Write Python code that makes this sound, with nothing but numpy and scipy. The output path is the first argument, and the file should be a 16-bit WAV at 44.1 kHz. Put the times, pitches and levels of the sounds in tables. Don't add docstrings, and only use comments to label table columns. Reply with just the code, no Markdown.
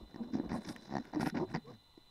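import sys
import numpy as np
from scipy import signal
from scipy.fft import rfft, irfft, next_fast_len
from scipy.io import wavfile
from scipy.ndimage import uniform_filter1d, map_coordinates

SR = 44100
rng = np.random.default_rng(int(sys.argv[2]) if len(sys.argv) > 2 else 0)


def wrap_up_sound(samples):
    columns = np.atleast_2d(samples).T
    tamed = np.clip(columns, -1, 1)
    steps = np.round(tamed * 32767).astype(np.int16)
    wavfile.write(sys.argv[1], SR, steps)


N = 92610

# (frequency [Hz], relative density [dB])
HUSH_COLOUR = [(15, 13), (25, -14), (49, 5), (66, 5), (583, -12.5), (972, -5.5), (1660, -21), (1800, -17.5),
               (2120, -19), (3090, -17.5), (3940, -11.5), (4630, -24), (15500, -29)]
HUSH_DB = -66.5
# (time [s], level before a 3.5 dB cut [dB])
RUMBLE_LEVEL = [(0.0, -57), (0.03, -51), (0.12, -78), (0.57, -47), (0.6, -82), (0.69, -57), (0.82, -80),
                (0.96, -56), (1.06, -77), (1.29, -53), (1.32, -79), (1.38, -56), (1.46, -66), (1.59, -57),
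                (1.63, -82), (2.1, -93)]
# (frequency [Hz], relative level [dB])
RUMBLE_COLOUR = [(15, -22), (45, 0), (75, -5), (120, -30), (300, -90)]
RUMBLE_LUMPS_DB = 2.5

# (time [s], level before a 7 dB lift [dB])
CRICKET_LEVEL = [(0.0, -73), (0.58, -70.5), (2.05, -73), (2.1, -69.5)]
# (start [s], end [s])
CRICKET_PHRASES = [(0, 1.04), (1.123, 2.1)]
CHIRP_PERIOD_S, CHIRP_S, CHIRP_HZ = .0551, .04, 4000
# (frequency [Hz], level [dB])
INSECT_TONES = [(3590, -74.5), (2926, -81), (1423, -87.5), (1996, -83), (4150, -80.5), (8100, -95)]
TONE_WAVER_HZ = 5.07

# (time [s], level before the 3 dB cut and leaf resonance [dB])
LEAF_TICKS = [(0.7624, -23.5), (1.053, -31.5), (1.0965, -55)]
TICK_T60_S = .012

# (start [s], length [s], level [dB], centre [Hz])
NOSE_SNIFFS = [(0.509, 0.096, -64.5, 9500), (0.591, 0.077, -73.5, 9500), (0.648, 0.11, -62.5, 9850),
               (0.782, 0.11, -79, 9300), (1.185, 0.081, -58, 10270), (1.238, 0.077, -58.5, 11300),
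               (1.492, 0.053, -74.5, 8540)]
SNIFF_OCTAVES, SNIFF_TAIL_DB, SNIFF_LUMPS_DB = 0.26, -4.5, 1.5

# (start [s], length [s], low-band level [dB], middle against low [dB], treble against low [dB])
THROAT_RASPS = [(-.03, 0.097, -55.5, -30, -26), (0.059, 0.12, -61, -16, -22), (0.15, 0.1, -50, -22, -33),
                (0.221, 0.11, -51.5, -23.5, -29), (0.318, 0.072, -49, -13.5, -15),
                (0.347, 0.16, -48.5, -22.5, -34), (0.488, 0.1, -42, -12.5, -19.5),
                (0.566, 0.093, -51, -14.5, -18), (0.642, 0.1, -45, -12.5, -11.5),
                (0.728, 0.075, -55.5, -15, -13.5), (0.791, 0.098, -56, -11.5, -7.5),
                (0.872, 0.15, -49, -13, -14), (0.998, 0.13, -55.5, -10.5, -14.5),
                (1.125, 0.088, -43, -17.5, -26.5), (1.202, 0.039, -36.5, -6, -10.5),
                (1.246, 0.04, -35.5, -9, -20.5), (1.273, 0.034, -49.5, 1, -6.5),
                (1.341, 0.049, -38.5, -10.5, -25), (1.369, 0.087, -36.5, -28, -29),
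                (1.468, 0.074, -52, -10, -20), (1.536, 0.04, -41.5, -7.5, -18),
                (1.65, 0.11, -54.5, -14.5, -18.5)]
# (frequency [Hz], relative level [dB])
RASP_LOW_COLOUR = [(60, -29), (200, -3), (330, -7), (450, -15.5), (750, -15.5), (1100, -20), (1400, -42.5),
                   (2000, -78)]
RASP_MIDDLE_COLOUR = [(1000, -60), (1400, -1.5), (1900, -4), (2500, -12.5), (3100, -21), (4000, -62)]
RASP_TREBLE_COLOUR = [(2800, -34), (3600, -1.5), (4400, -10), (5200, -0.5), (6000, -8.5), (7000, -16.5),
                      (9000, -44)]
RASP_LUMPS_DB, TREBLE_LUMPS_DB = 3, 4.5

# (start [s], length [s], first pitch [Hz], last pitch [Hz], level [dB])
MOUTH_HUMS = [(0.199, 0.032, 224.5, 232, -35.5), (0.241, 0.028, 230, 230, -43),
              (0.28, 0.011, 215, 217, -39), (0.304, 0.013, 240, 246, -41), (0.328, 0.044, 255, 267.7, -32),
              (0.369, .05, 285, 269, -33), (0.541, 0.075, 211, 215.5, -42), (0.99, 0.019, 252, 245, -33),
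              (1.159, 0.034, 290.4, 288, -30.5), (1.24, 0.013, 250, 263, -29.5),
              (1.323, 0.017, 205, 198, -34.5), (1.389, 0.073, 300, 400, -38),
              (1.425, 0.16, 105, 120.4, -48), (1.573, 0.015, 232, 208, -34),
              (1.602, 0.198, 165.4, 86.2, -54.5), (1.64, 0.075, 420, 521, -51.5),
              (1.668, 0.038, 1050, 1212, -58.5), (1.73, 0.034, 235, 225, -50.5)]
OVERTONE_DB, WAVER_HZ, HUM_FLUTTER_DB = -20, 8, 1.8

# (first pulse [s], turning moment [s], level there [dB], start drop [dB], end drop [dB],
#          sac [Hz], mouth [Hz], mouth level [dB], nose level [dB], softness of closure [ms])
GRUNT_CALLS = [(.143, 0.154, -31.5, 3.5, 0.5, 266, 744, -5.5, -13.5, 0.13),
               (0.334, 0.333, -24, -11, -10.5, 240, 730, -18.5, -29.5, 1.8),
               (0.371, .397, -15, 6, 14, 266, 788, -12, -29, 2),
               (0.427, 0.434, -30.5, -0.5, -6.5, 260, 704, -30, -31, 1.8),
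               (0.506, 0.519, -20, 8.5, 18, 218, 800, -3, -13.5, 0.35),
               (.671, 0.667, -33, 1, -3.5, 198, 820, -12, -29, 0.27),
               (0.761, 0.743, -33.5, 4, 12, 215, 505, -4, -29, 3),
               (0.88, 0.961, -17.5, 19, 3, 230, 758, -1.5, -14.5, 0.89),
               (1.136, 1.162, -25.5, 4, 3, 273, 810, 4, -12, .4),
               (1.198, 1.2, -24, -2.5, -4.5, 227, 774, -2, -17.5, 0.17),
               (1.266, 1.271, -18.5, 3, 32, 270, 773, -0.5, -11, .4),
               (1.355, 1.355, -26.5, -3.5, 2.5, 226, 780, -1.5, -15.5, 0.28),
               (1.499, 1.512, -34.5, 14, -5.5, 230, 790, -16, -26, 1.1),
               (1.542, 1.551, -18.5, 6, 4, 201, 875, -0.5, -7, 0.83),
               (1.976, 1.973, -38.5, 4, -1.5, 317, 594, -12, -25, 0.88)]
# (pulses [count], first gap [ms], gap growth [ms per pulse])
GRUNT_BEATS = [(2, 18, 0), (3, 9.3, 0), (4, 13.5, 0), (4, 11, 0), (8, 11.5, 0), (4, 10, 3), (5, 14, 0),
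               (8, 14.6, 0), (3, 11.7, 0), (3, 17.5, -3), (3, 7.5, 13), (6, 10.2, .6), (3, 14, 0),
               (3, 6, 7), (1, 0, 0)]
# (frequency [Hz], width [Hz], level against the grunt's nose level [dB])
NOSE_RESONANCES = [(1880, 260, 0), (4650, 450, -6), (5450, 450, -6)]
SAC_WIDTH_HZ, MOUTH_WIDTH_HZ = 115, 300
JITTER_S, SCATTER_DB = .0004, 2.5
EFFORT_BRIGHTENS = .3

ECHO_DB, ECHO_T60_S, ECHO_DULL_HZ = -13.5, 0.14, 2570
BODY_LOW_HZ = 78.7
TOP_HZ = 15720


def amp(db):
    return 10 ** (np.asarray(db) / 20)


def unit(x):
    return x / np.sqrt(np.mean(x ** 2) + 1e-20)


def curve(rows):
    return np.interp(np.arange(N) / SR, *np.transpose(rows))


def wobble(rate):
    knots = rng.standard_normal(int(N * rate / SR) + 4)
    return unit(map_coordinates(knots, [np.arange(N) * rate / SR]))


def filtered(x, response):
    m = next_fast_len(N + SR // 2)
    return irfft(rfft(x, m) * response(np.fft.rfftfreq(m, 1 / SR)), m)[:N]


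def noise(points):
    f, db = np.transpose(points)

    def colour(hz):
        return amp(np.interp(np.log(hz + 1), np.log(f + 1), db))
    return unit(filtered(rng.standard_normal(N), colour))


def swell(start, length, power):
    progress = np.clip((np.arange(N) / SR - start) / length, 0, 1)
    return np.sin(np.pi * progress).clip(0) ** power


def air():
    hush = amp(HUSH_DB + 0.17 * wobble(4.16)) * noise(HUSH_COLOUR)
    rumble_db = curve(RUMBLE_LEVEL) - 3.5 + RUMBLE_LUMPS_DB * wobble(20.3)
    return hush + amp(rumble_db) * noise(RUMBLE_COLOUR)


def insects():
    t = np.arange(N) / SR
    on = sum((t > a) * (t < b) * ((t - a) % CHIRP_PERIOD_S < CHIRP_S) for a, b in CRICKET_PHRASES)
    gate = uniform_filter1d(1. * on, size=150)
    tone = np.sin(2 * np.pi * CHIRP_HZ * t + 0.23 * wobble(14))
    out = amp(curve(CRICKET_LEVEL) + 7 + wobble(15)) * gate * tone
    for hz, db in INSECT_TONES:
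        phase = 2 * np.pi * np.cumsum(hz + TONE_WAVER_HZ * wobble(25.96)) / SR
        out += amp(db + 0.93 * wobble(11.23)) * np.sin(phase)
    return out


def ticks():
    out, t = np.zeros(N), np.arange(SR // 40) / SR
    for start, db in LEAF_TICKS:
        burst = amp(db - 3 - 60 * t / TICK_T60_S) * rng.standard_normal(len(t))
        out[round(start * SR):][:len(t)] += burst

    def leaf(hz):
        resonance = 1j * hz * 500 / (1550 ** 2 - hz ** 2 + 1j * hz * 500)
        crackle = 0.027 * 1j * hz / (3000 + 1j * hz) / (1 + 1j * hz / 7000)
        return resonance + crackle
    return filtered(out, leaf)


def sniffs():
    out = np.zeros(N)
    for start, length, db, centre in NOSE_SNIFFS:
        def nostril(hz):
            band = np.exp(-.5 * (np.log2((hz + 1) / centre) / SNIFF_OCTAVES) ** 2)
            return band + amp(SNIFF_TAIL_DB) * (hz < centre) * hz / centre
        hiss = unit(filtered(rng.standard_normal(N), nostril))
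        out += amp(db + SNIFF_LUMPS_DB * wobble(120)) * swell(start, length, 1.86) * hiss
    return out


def rasps():
    low = noise(RASP_LOW_COLOUR) * unit(amp(RASP_LUMPS_DB * wobble(90)))
    grains = unit(amp(TREBLE_LUMPS_DB * wobble(220)))
    middle, treble = noise(RASP_MIDDLE_COLOUR) * grains, noise(RASP_TREBLE_COLOUR) * grains
    out = np.zeros(N)
    for start, length, db, middle_db, treble_db in THROAT_RASPS:
        breath = low + amp(middle_db) * middle + amp(treble_db) * treble
        out += amp(db) * swell(start, length, 0.75) * breath
    return out


def hums():
    out = np.zeros(N)
    for start, length, first, last, db in MOUTH_HUMS:
        pitch = curve([(start, first), (start + length, last)]) + WAVER_HZ * wobble(40)
        phase = 2 * np.pi * np.cumsum(pitch) / SR
        tone = np.sin(phase) + amp(OVERTONE_DB) * np.sin(2 * phase)
        out += amp(db + HUM_FLUTTER_DB * wobble(70.06)) * swell(start, length, 0.73) * tone
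    return out


def grunts():
    out, t = np.zeros(N + SR), np.arange(SR // 16) / SR
    for call, (count, gap, growth) in zip(GRUNT_CALLS, GRUNT_BEATS):
        start, turn, db, start_drop, end_drop, sac, mouth, mouth_db, nose_db, soft = call
        cavities = [(mouth, MOUTH_WIDTH_HZ, mouth_db)]
        cavities += [(f, w, nose_db + g) for f, w, g in NOSE_RESONANCES]
        hz, width, level = np.transpose(cavities)[:, :, None]
        u = np.pi * width * t
        k = np.arange(count)
        times = start + (gap * k + growth * k * (k - 1) / 2) / 1000
        for s, r in zip(times, rng.standard_normal((count, 10))):
            drop = np.interp(s, [start, turn, max(turn, times[-1]) + 1e-4], [start_drop, 0, end_drop])
            upper_db = level - EFFORT_BRIGHTENS * drop + SCATTER_DB * r[1:5, None]
            upper = amp(upper_db) * u * np.exp(-u)
            cavity_hz = hz * (1 + 0.045 * r[5:9, None])
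            ring = (upper * np.sin(2 * np.pi * cavity_hz * t + .5 * r[9])).sum(0)
            onset = 1 - np.exp(-1000 * t / abs(soft))
            ring += np.exp(-np.pi * SAC_WIDTH_HZ * t) * np.sin(2 * np.pi * sac * t) * onset
            out[round((s + JITTER_S * r[0]) * SR):][:len(t)] -= amp(db - drop) * ring
    return out[:N]


def echo(x):
    t = np.arange(SR // 4) / SR
    tail = rng.standard_normal(len(t)) * amp(-60 * t / ECHO_T60_S)
    wet = signal.fftconvolve(x, tail / np.linalg.norm(tail))[:N]
    return filtered(wet, lambda hz: 1 / (1 + 1j * hz / ECHO_DULL_HZ))


def scene():
    close = ticks() + rasps() + hums() + grunts()
    near = filtered(close, lambda hz: (1j * hz / (BODY_LOW_HZ + 1j * hz)) ** 2)
    return (air() + insects() + sniffs() + near + amp(ECHO_DB) * echo(near))[None]


def record(dry):
    return filtered(dry[0], lambda hz: hz < TOP_HZ)[None]


dry = scene()
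out = record(dry)
wrap_up_sound(out)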